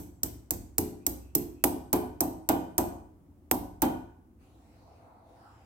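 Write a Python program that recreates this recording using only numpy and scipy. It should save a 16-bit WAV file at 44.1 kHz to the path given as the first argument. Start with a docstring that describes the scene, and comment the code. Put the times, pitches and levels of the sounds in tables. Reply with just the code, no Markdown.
"""In a small workshop, a hammer taps a steel strip held by hand on the anvil of a bench vise, close by.
Each blow is filtered noise bursts for strike, slap and bounce, with a dull clank of the hammer head.
The wooden bench booms a few milliseconds later in wandering sine modes, with a noise rattle; the room answers.
Low rumble and faint gliding whistles lie beneath; after the last blow a soft distant rush of noise comes up."""
import sys
import numpy as np
from scipy import signal
from scipy.fft import rfft, irfft, next_fast_len
from scipy.io import wavfile
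from scipy.ndimage import uniform_filter1d

SR = 44100
rng = np.random.default_rng(int(sys.argv[2]) if len(sys.argv) > 2 else 0)


def pcm_store(signal):
    """Save signal as 16-bit PCM."""
    levels = np.round(np.clip(np.atleast_2d(signal), -1, 1) * 32767)
    wavfile.write(sys.argv[1], SR, levels.astype(np.int16).T)


N = 249165
T = np.arange(SR) / SR  # seconds: the one-second span of each blow
PAN_SIDES = np.array([[.5], [-.5]])  # share of a pan in dB for left and right


def undb(db):
    """Decibels to gain."""
    return 10 ** (np.asarray(db) / 20)


def fade(t60_s):
    """Exponential decay that loses 60 dB in t60_s seconds."""
    return np.exp(-np.log(1000) * T / t60_s)


def unit(x):
    """Scale to unit energy, averaged over the channels."""
    return x / np.sqrt(np.mean(np.sum(x ** 2, axis=-1)))


def bins(x):
    """Spectrum frequencies of x in Hz, kept at 1 or above for the logarithm."""
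    return np.maximum(np.fft.rfftfreq(x.shape[-1], 1 / SR), 1)


def along(hz, points_hz, values):
    """Read values off a curve on a log-frequency axis."""
    return np.interp(np.log(hz), np.log(points_hz), values)


def over_time(t, curve):
    """Read an automation curve of (time, value) points."""
    return np.interp(t, *np.transpose(curve))


def colour(x, spectrum):
    """Minimum-phase filter that follows (Hz, dB) points, so nothing sounds ahead of its cause."""
    size = next_fast_len(x.shape[-1] + 4096) // 2 * 2
    gain_db = along(bins(np.empty(size)), *np.transpose(spectrum))
    # folding the cepstrum onto positive times makes the filter causal
    cepstrum = irfft(np.log(undb(gain_db)))
    cepstrum[1:size // 2] *= 2
    cepstrum[size // 2 + 1:] = 0
    return irfft(rfft(x, size) * np.exp(rfft(cepstrum)))[..., :x.shape[-1]]


def air(size, apart_hz):
    """Stereo noise, alike in the bass and unrelated above apart_hz."""
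    mid, side = rng.standard_normal((2, size))
    width = np.clip(bins(side) / apart_hz, .22, 1)
    side = irfft(rfft(side) * width, size)
    return np.array([mid + side, mid - side])


def add(out, x, start_s):
    """Mix x into out from start_s on, trimming whatever falls outside."""
    i = int(round(start_s * SR))
    a, b = max(i, 0), min(i + x.shape[-1], out.shape[-1])
    out[:, a:b] += x[:, a - i:b - i]


def burst(t60_s):
    """A short crack: decaying noise with its spectrum evened out, then faded once more."""
    spectrum = rfft(rng.standard_normal((2, SR)) * fade(t60_s))
    evened = irfft(spectrum / np.abs(spectrum) ** .7, SR)
    return unit(evened * fade(4 * t60_s))


def contact(t60_s=0.0083):
    """One touch of steel; such short waves reach the two channels partly in opposite phase."""
    crack = burst(t60_s)
    return unit(crack - .17 * crack[::-1])


# tone of steel on steel, before the resonances of the strip: pitch_hz, density_db [dB per Hz]
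STEEL_TONE = [(150, -14.5), (500, -4), (1100, -16), (2400, -17), (3600, -18.5), (4900, -14), (6200, -9.5),
              (6900, -10.5), (8300, -6.5), (10200, -7), (11900, -5), (13500, 2), (15600, -5)]


def clatter(ring_db, low_hz, high_hz, slap_ms, slap_db, bounce_ms, bounce_db,
            chatter_db=-10.0, chatter_t60_s=0.16, ring_width_hz=500, lift_db=7.5):
    """The hammer meets the strip, the strip slaps the anvil, bounces once and chatters to rest."""
    out = np.zeros((2, SR))
    for lag_ms, level_db in ((0, 0), (slap_ms, slap_db), (bounce_ms, bounce_db)):
        add(out, undb(level_db) * contact(), lag_ms / 1000)
    out = unit(out) + undb(chatter_db) * burst(chatter_t60_s)
    hz = np.geomspace(100, 17000, 400)
    # fingers and anvil damp the strip, so its two resonances are broad
    rings_db = sum(lift_db / (1 + ((hz - centre) / ring_width_hz) ** 2) for centre in (low_hz, high_hz))
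    tone_db = along(hz, *np.transpose(STEEL_TONE)) + rings_db
    out = unit(colour(out, np.c_[hz, tone_db]))
    return colour(out, [(3000, -3.0), (6000, ring_db + 9), (9000, ring_db + 3.0), (11500, -0.53)])


# tone of the hammer head stopping dead: pitch_hz, density_db [dB per Hz]
CLANK_TONE = [(150, -20.5), (400, 10), (900, 2), (1500, -3.5), (2500, -1.5), (3300, -10), (6000, -30)]


def clank(pan_db=-10, gain_db=3):
    """A square blow stops the head at once: a single pressure pulse, heard mostly on the right."""
    pulse = unit(colour(signal.unit_impulse(SR), CLANK_TONE))
    return undb(gain_db) * unit(pulse * undb(pan_db * PAN_SIDES))


# modes of bench and vise, before the force of the blow: pitch_hz, level_db
BENCH_MODES = [(46, -19.5), (63, -14), (86, -13.5), (110, -15), (140, -18), (165, -15), (184, -9),
               (218, -8.5), (254, -1), (290, -0.5), (316, -0.5), (351, -1.5), (385, -19), (422, -7.5),
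               (484, -20), (544, -14), (630, -13.5), (686, -23), (715, -8), (743, -30), (790, -16),
               (834, -26.5), (931, -8), (990, -14), (1114, -21.5), (1184, -20), (1480, -14.5),
               (1798, -30.5), (2460, -24), (3052, -24)]
# how long the modes ring: pitch_hz, t60_s
BENCH_RING_TIMES = [(60, .9), (150, .55), (260, .38), (800, .38), (3000, .33)]
# loose wood and things on the bench, before the force of the blow: pitch_hz, density_db [dB per Hz]
RATTLE_TONE = [(25, -35.5), (50, -16), (130, -13), (270, -1), (430, -4), (550, -11.5), (760, 2), (950, -2),
               (1300, -18), (2000, -25), (2500, -30.5), (3500, -29), (8000, -40)]


def bench(thud_db, knock_db, crunch_db, phases, rise_s=0.0006, ring_db=-8, rattle_db=-5,
          rattle_t60_s=.16, sag=0.13, apart_hz=900):
    """The bench booms in its modes and rattles; firm blows wake the upper ones, the deepest vary little."""
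    hz, mode_db = np.transpose(BENCH_MODES)
    drive = [(110, sag * thud_db + 9.5), (250, thud_db), (420, thud_db),
             (650, knock_db + 6.0), (1000, knock_db + 3.5), (1500, crunch_db + 17.0)]
    gains = undb(mode_db + along(hz, *np.transpose(drive)))
    times_s = along(hz, *np.transpose(BENCH_RING_TIMES))
    boom = np.zeros((2, SR))
    for f, gain, t60_s, (phase, spread) in zip(hz, gains, times_s, phases):
        stereo_phase = np.array([[1], [-1]]) * spread * np.clip(f / apart_hz, .2, 1) / 2
        # random pitch wander roughens each ringing mode
        wander = np.interp(T, np.linspace(0, 1, 60), rng.standard_normal(60)) * .02
        angle = 2 * np.pi * f * np.cumsum(1 + wander) / SR
        boom += gain * unit(np.sin(angle + phase + stereo_phase) * fade(t60_s))
    rattle = unit(colour(air(SR, 1900) * fade(rattle_t60_s), RATTLE_TONE))
    out = undb(ring_db) * boom + undb(rattle_db) * colour(rattle, drive)
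    return out * (1 - np.exp(-T / rise_s))


# the room, band by band: pitch_hz, level_db [reverberant], t60_s
ROOM_BANDS = [(100, -0.5, 0.55), (684, 2, 0.51), (1500, -6.5, 0.7), (2846, -2.5, 0.49), (5370, -11.5, 0.48),
              (7900, -13, 0.45), (12200, -11.5, 0.33), (15170, -16.5, .32)]


def workshop(x, echo_s=.028, echo_db=-19, echo_t60_s=0.043, build_s=0.014):
    """A diffuse tail that dies sooner in the treble, and one early scatter off the ceiling."""
    hz, levels_db, times_s = np.transpose(ROOM_BANDS)
    noise = rfft(air(SR, 1000))
    response = np.zeros((2, SR))
    for share, level_db, t60_s in zip(np.eye(len(hz)), levels_db, times_s):
        band = irfft(noise * along(bins(T), hz, share), SR)
        envelope = unit(fade(t60_s) * (1 - np.exp(-T / build_s)))
        response += undb(level_db) * band * envelope / np.sqrt(2)
    scatter = unit(rng.standard_normal((2, SR)) * fade(echo_t60_s))
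    add(response, undb(echo_db) * scatter, echo_s)
    return signal.fftconvolve(x, response, axes=1)[:, :x.shape[1]]


# a sharper click kicks the strip higher, so it slaps down later; SLAP_MS is the lag at a click of 0 dB
SLAP_MS, SLAP_MS_PER_DB, SLAP_DB, BOUNCE_DB = .5, 0.21, 2, -5
# lower resonance of the strip; largest share by which it moves from blow to blow
LOW_RING_HZ, LOW_RING_SPREAD = 8115, .04
# crunch, the drive of the topmost bench modes: at a thud and knock of 0 dB; its floor under light taps
CRUNCH_DB, CRUNCH_LEAST_DB = -25, -26.5
CRUNCH_PER_THUD, CRUNCH_PER_KNOCK = 1.655, .75  # dB per dB
# one row a blow, light taps first and firm ones later, relative levels; the ring moves with the spot struck:
# start_s, click_db [steel], thud_db [bench], knock_db [bench], clank_db [hammer],
# ring_db [5-10 kHz, against the click], high_ring_hz
HAMMER_BLOWS = [(-0.045, -0.5, -6.5, -20.5, -23.5, -4, 13300), (0.2322, 3, -6.5, -19, -26.5, -3, 13500),
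                (0.5072, 1.7, -4.5, -17, -24.5, -3.5, 13600), (0.7813, 6.5, 5, -9.5, -16, -6, 11500),
                (1.0653, 5, -2.5, -14.5, -24.5, -4.5, 13000), (1.3509, 7.5, 4.5, -13.5, -19.5, -7, 13500),
                (1.6391, 9.5, 6.5, 2, -1.5, -7.5, 11400), (1.9295, 6, 9, 2, -11.5, -8.5, 11540),
                (2.206, 4.5, 4, 0.5, -16.5, -4, 13070), (2.4891, 4.5, 10, 5, -13, -6.5, 12150),
                (2.7802, 5.5, 6.5, 3.5, -14, -4.5, 12320), (3.512, 6.5, 4.5, 1.5, -1.5, -8, 12500),
                (3.8197, 3.5, 10, 4.5, -16, -6.5, 12050)]
# heavier blows bounce for longer, up to a limit: thud_db, bounce_lag_ms
BOUNCE_LAGS = [(-6, 3.5), (0.5, 6.6)]


def hammering(near_db=1.92, bench_lag_s=0.0041, steel_pan_db=-3, bench_pan_db=-0.7, bench_room_db=-4):
    """All blows with their room; the force of each sets its slap, bounce and crunch."""
    out = np.zeros((2, N))
    phases = rng.uniform(-np.pi, np.pi, (len(BENCH_MODES), 2))
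    for start_s, click_db, thud_db, knock_db, clank_db, ring_db, high_hz in HAMMER_BLOWS:
        slap_ms = SLAP_MS + SLAP_MS_PER_DB * click_db
        bounce_ms = np.interp(thud_db, *np.transpose(BOUNCE_LAGS))
        low_hz = LOW_RING_HZ * (1 + LOW_RING_SPREAD * rng.uniform(-1, 1))
        crunch_db = CRUNCH_DB + CRUNCH_PER_THUD * thud_db + CRUNCH_PER_KNOCK * knock_db
        crunch_db = max(CRUNCH_LEAST_DB, crunch_db)
        strip = clatter(ring_db, low_hz, high_hz, slap_ms, SLAP_DB, bounce_ms, BOUNCE_DB)
        steel = undb(click_db) * strip
        wood = np.zeros((2, SR))
        add(wood, bench(thud_db, knock_db, crunch_db, phases), bench_lag_s)
        near_steel = steel * undb(near_db + steel_pan_db * PAN_SIDES)
        near_wood = wood * undb(bench_pan_db * PAN_SIDES)
        add(out, near_steel + near_wood, start_s)
        add(out, undb(clank_db) * clank(), start_s + slap_ms / 1000)
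        # each blow draws a fresh diffuse noise tail
        add(out, workshop(steel + undb(bench_room_db) * wood), start_s)
    return out


def steady(spectrum):
    """Continuous stereo noise of the given tone, at unit power."""
    return unit(colour(air(N, 1200), spectrum)) * np.sqrt(N)


RUMBLE_DB = -53  # base that the level curve is added to
# tone of the low workshop rumble: pitch_hz, density_db [dB per Hz]
RUMBLE_TONE = [(20, -31), (35, -20), (58, -2.5), (90, -4.5), (150, -14.5), (310, -9.5), (450, -25.5),
               (900, -32), (1600, -45.5), (4000, -55.5), (16000, -50.5)]
# its slow level ride, on top of the base: time_s, level_db
RUMBLE_RIDE = [(0, -3.5), (3.4, -3), (4.3, -4.5), (4.7, -6), (5.65, -8)]


def rumble():
    """A low bed of filtered noise whose level sinks towards the end."""
    t = np.arange(N) / SR
    return steady(RUMBLE_TONE) * undb(RUMBLE_DB + over_time(t, RUMBLE_RIDE))


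WHISTLE_DB, WHISTLE_DB_PER_OCTAVE = -71.5, -2  # peak at 2.5 kHz; the high ones are fainter
# faint thin whistles around the blows: start_s, end_s, start_hz, middle_hz, end_hz
WHISTLE_GLIDES = [(0.134, 0.208, 8100, 7650, 6900), (.99, 1.081, 2280, 2500, 2530),
                  (1.156, 1.375, 2560, 2632, 2620), (1.521, 1.673, 2560, 2570, 2800),
                  (2.376, 2.496, 8800, 9200, 7200), (2.656, 2.798, 8300, 9360, 7230)]


def whistles():
    """Faint gliding sines that swell and fade, most of them leading up to a blow."""
    out = np.zeros((2, N))
    for start_s, end_s, *glide_hz in WHISTLE_GLIDES:
        u = np.linspace(0, 1, int((end_s - start_s) * SR))
        hz = np.polyval(np.polyfit([0, .5, 1], glide_hz, 2), u)
        # pitch jitter, drawn apart for each channel, blurs the tone
        jittered_hz = hz + 900 * rng.standard_normal((2, len(u)))
        phase = 2 * np.pi * np.cumsum(jittered_hz, axis=1) / SR
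        level_db = WHISTLE_DB + WHISTLE_DB_PER_OCTAVE * np.log2(hz / 2500)
        add(out, undb(level_db) * np.sin(np.pi * u) * np.sin(phase), start_s)
    return out


def waver(x, depth_db=3.0):
    """Patches about a tenth of a second long swell and sink in neighbouring frequencies."""
    spectra = signal.stft(x, nperseg=512)[2]
    field = rng.standard_normal(spectra.shape[1:])
    for _ in range(2):
        field = uniform_filter1d(field, size=7, axis=0)  # across frequency
        field = uniform_filter1d(field, size=21, axis=1)  # across time
    gain = undb(depth_db * field / field.std())
    return signal.istft(spectra * gain)[1][:, :N]


RUSH_START_S, RUSH_BRIGHTENS_DB_PER_S = 4.38, 9
# body of the distant rush: pitch_hz, density_db [dB per Hz]
RUSH_BODY_TONE = [(150, -53), (250, -35), (301, -6), (356, -11.5), (518, -2.5), (563, -11), (671, 1),
                  (1710, -28.5), (2080, -27), (3000, -50), (3900, -76), (6600, -120)]
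# the low drone under it: pitch_hz, density_db [dB per Hz]
RUSH_DRONE_TONE = [(35, -70), (70, -26), (97, 0.5), (110, -1), (145, -24), (320, -68)]
# its upper part, which comes forward as it goes on: pitch_hz, density_db [dB per Hz]
RUSH_EDGE_TONE = [(500, -40), (780, 5), (900, 3.5), (1050, -4), (1350, -5), (1650, -11.5), (2150, -20),
                  (2900, -37), (5000, -53)]
# swell shared by body, drone and edge, on top of their mix levels: time_s, level_db
RUSH_SWELL = [(4.42, -66), (4.598, -64.5), (5.018, -61.5), (5.248, -66), (5.458, -61), (5.65, -71.5)]
# the thin hiss over it: pitch_hz, density_db [dB per Hz]
RUSH_HISS_TONE = [(1470, -8), (2500, -4), (3130, -11.5), (3890, -6), (7300, -14), (9960, -12.5),
                  (16000, -21)]
# level ride of the hiss, on top of its mix level: time_s, level_db
RUSH_HISS_RIDE = [(4.42, -77), (4.824, -77), (5.234, -84), (5.3, -76.5), (5.65, -77)]


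def rush(body_db=0, drone_db=-3, edge_db=-11, hiss_db=4):
    """Near the end a thin hiss sets in, and a distant rush of noise swells and brightens over a drone."""
    t = np.arange(N) / SR
    age_s = np.maximum(t - RUSH_START_S, 0)
    roar = undb(body_db) * steady(RUSH_BODY_TONE) + undb(drone_db) * steady(RUSH_DRONE_TONE)
    roar += undb(edge_db + RUSH_BRIGHTENS_DB_PER_S * age_s) * steady(RUSH_EDGE_TONE)
    swelling = roar * undb(over_time(t, RUSH_SWELL))
    hiss = steady(RUSH_HISS_TONE) * undb(hiss_db + over_time(t, RUSH_HISS_RIDE))
    fade_in = np.clip(age_s / .045, 0, 1)
    return waver(swelling + hiss) * fade_in


def scene():
    """Hammering over the quiet of the workshop."""
    return hammering() + rumble() + whistles() + rush()


TOP_HZ = 16200  # upper edge of the band that is kept


def record(dry):
    """Soft saturation rounds the sharpest peaks, then a steep low-pass cuts the top."""
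    rounded = np.tanh(dry)
    low_pass = signal.ellip(10, .2, 80, TOP_HZ, fs=SR, output="sos")
    return signal.sosfilt(low_pass, rounded)


dry = scene()
out = record(dry)
pcm_store(out)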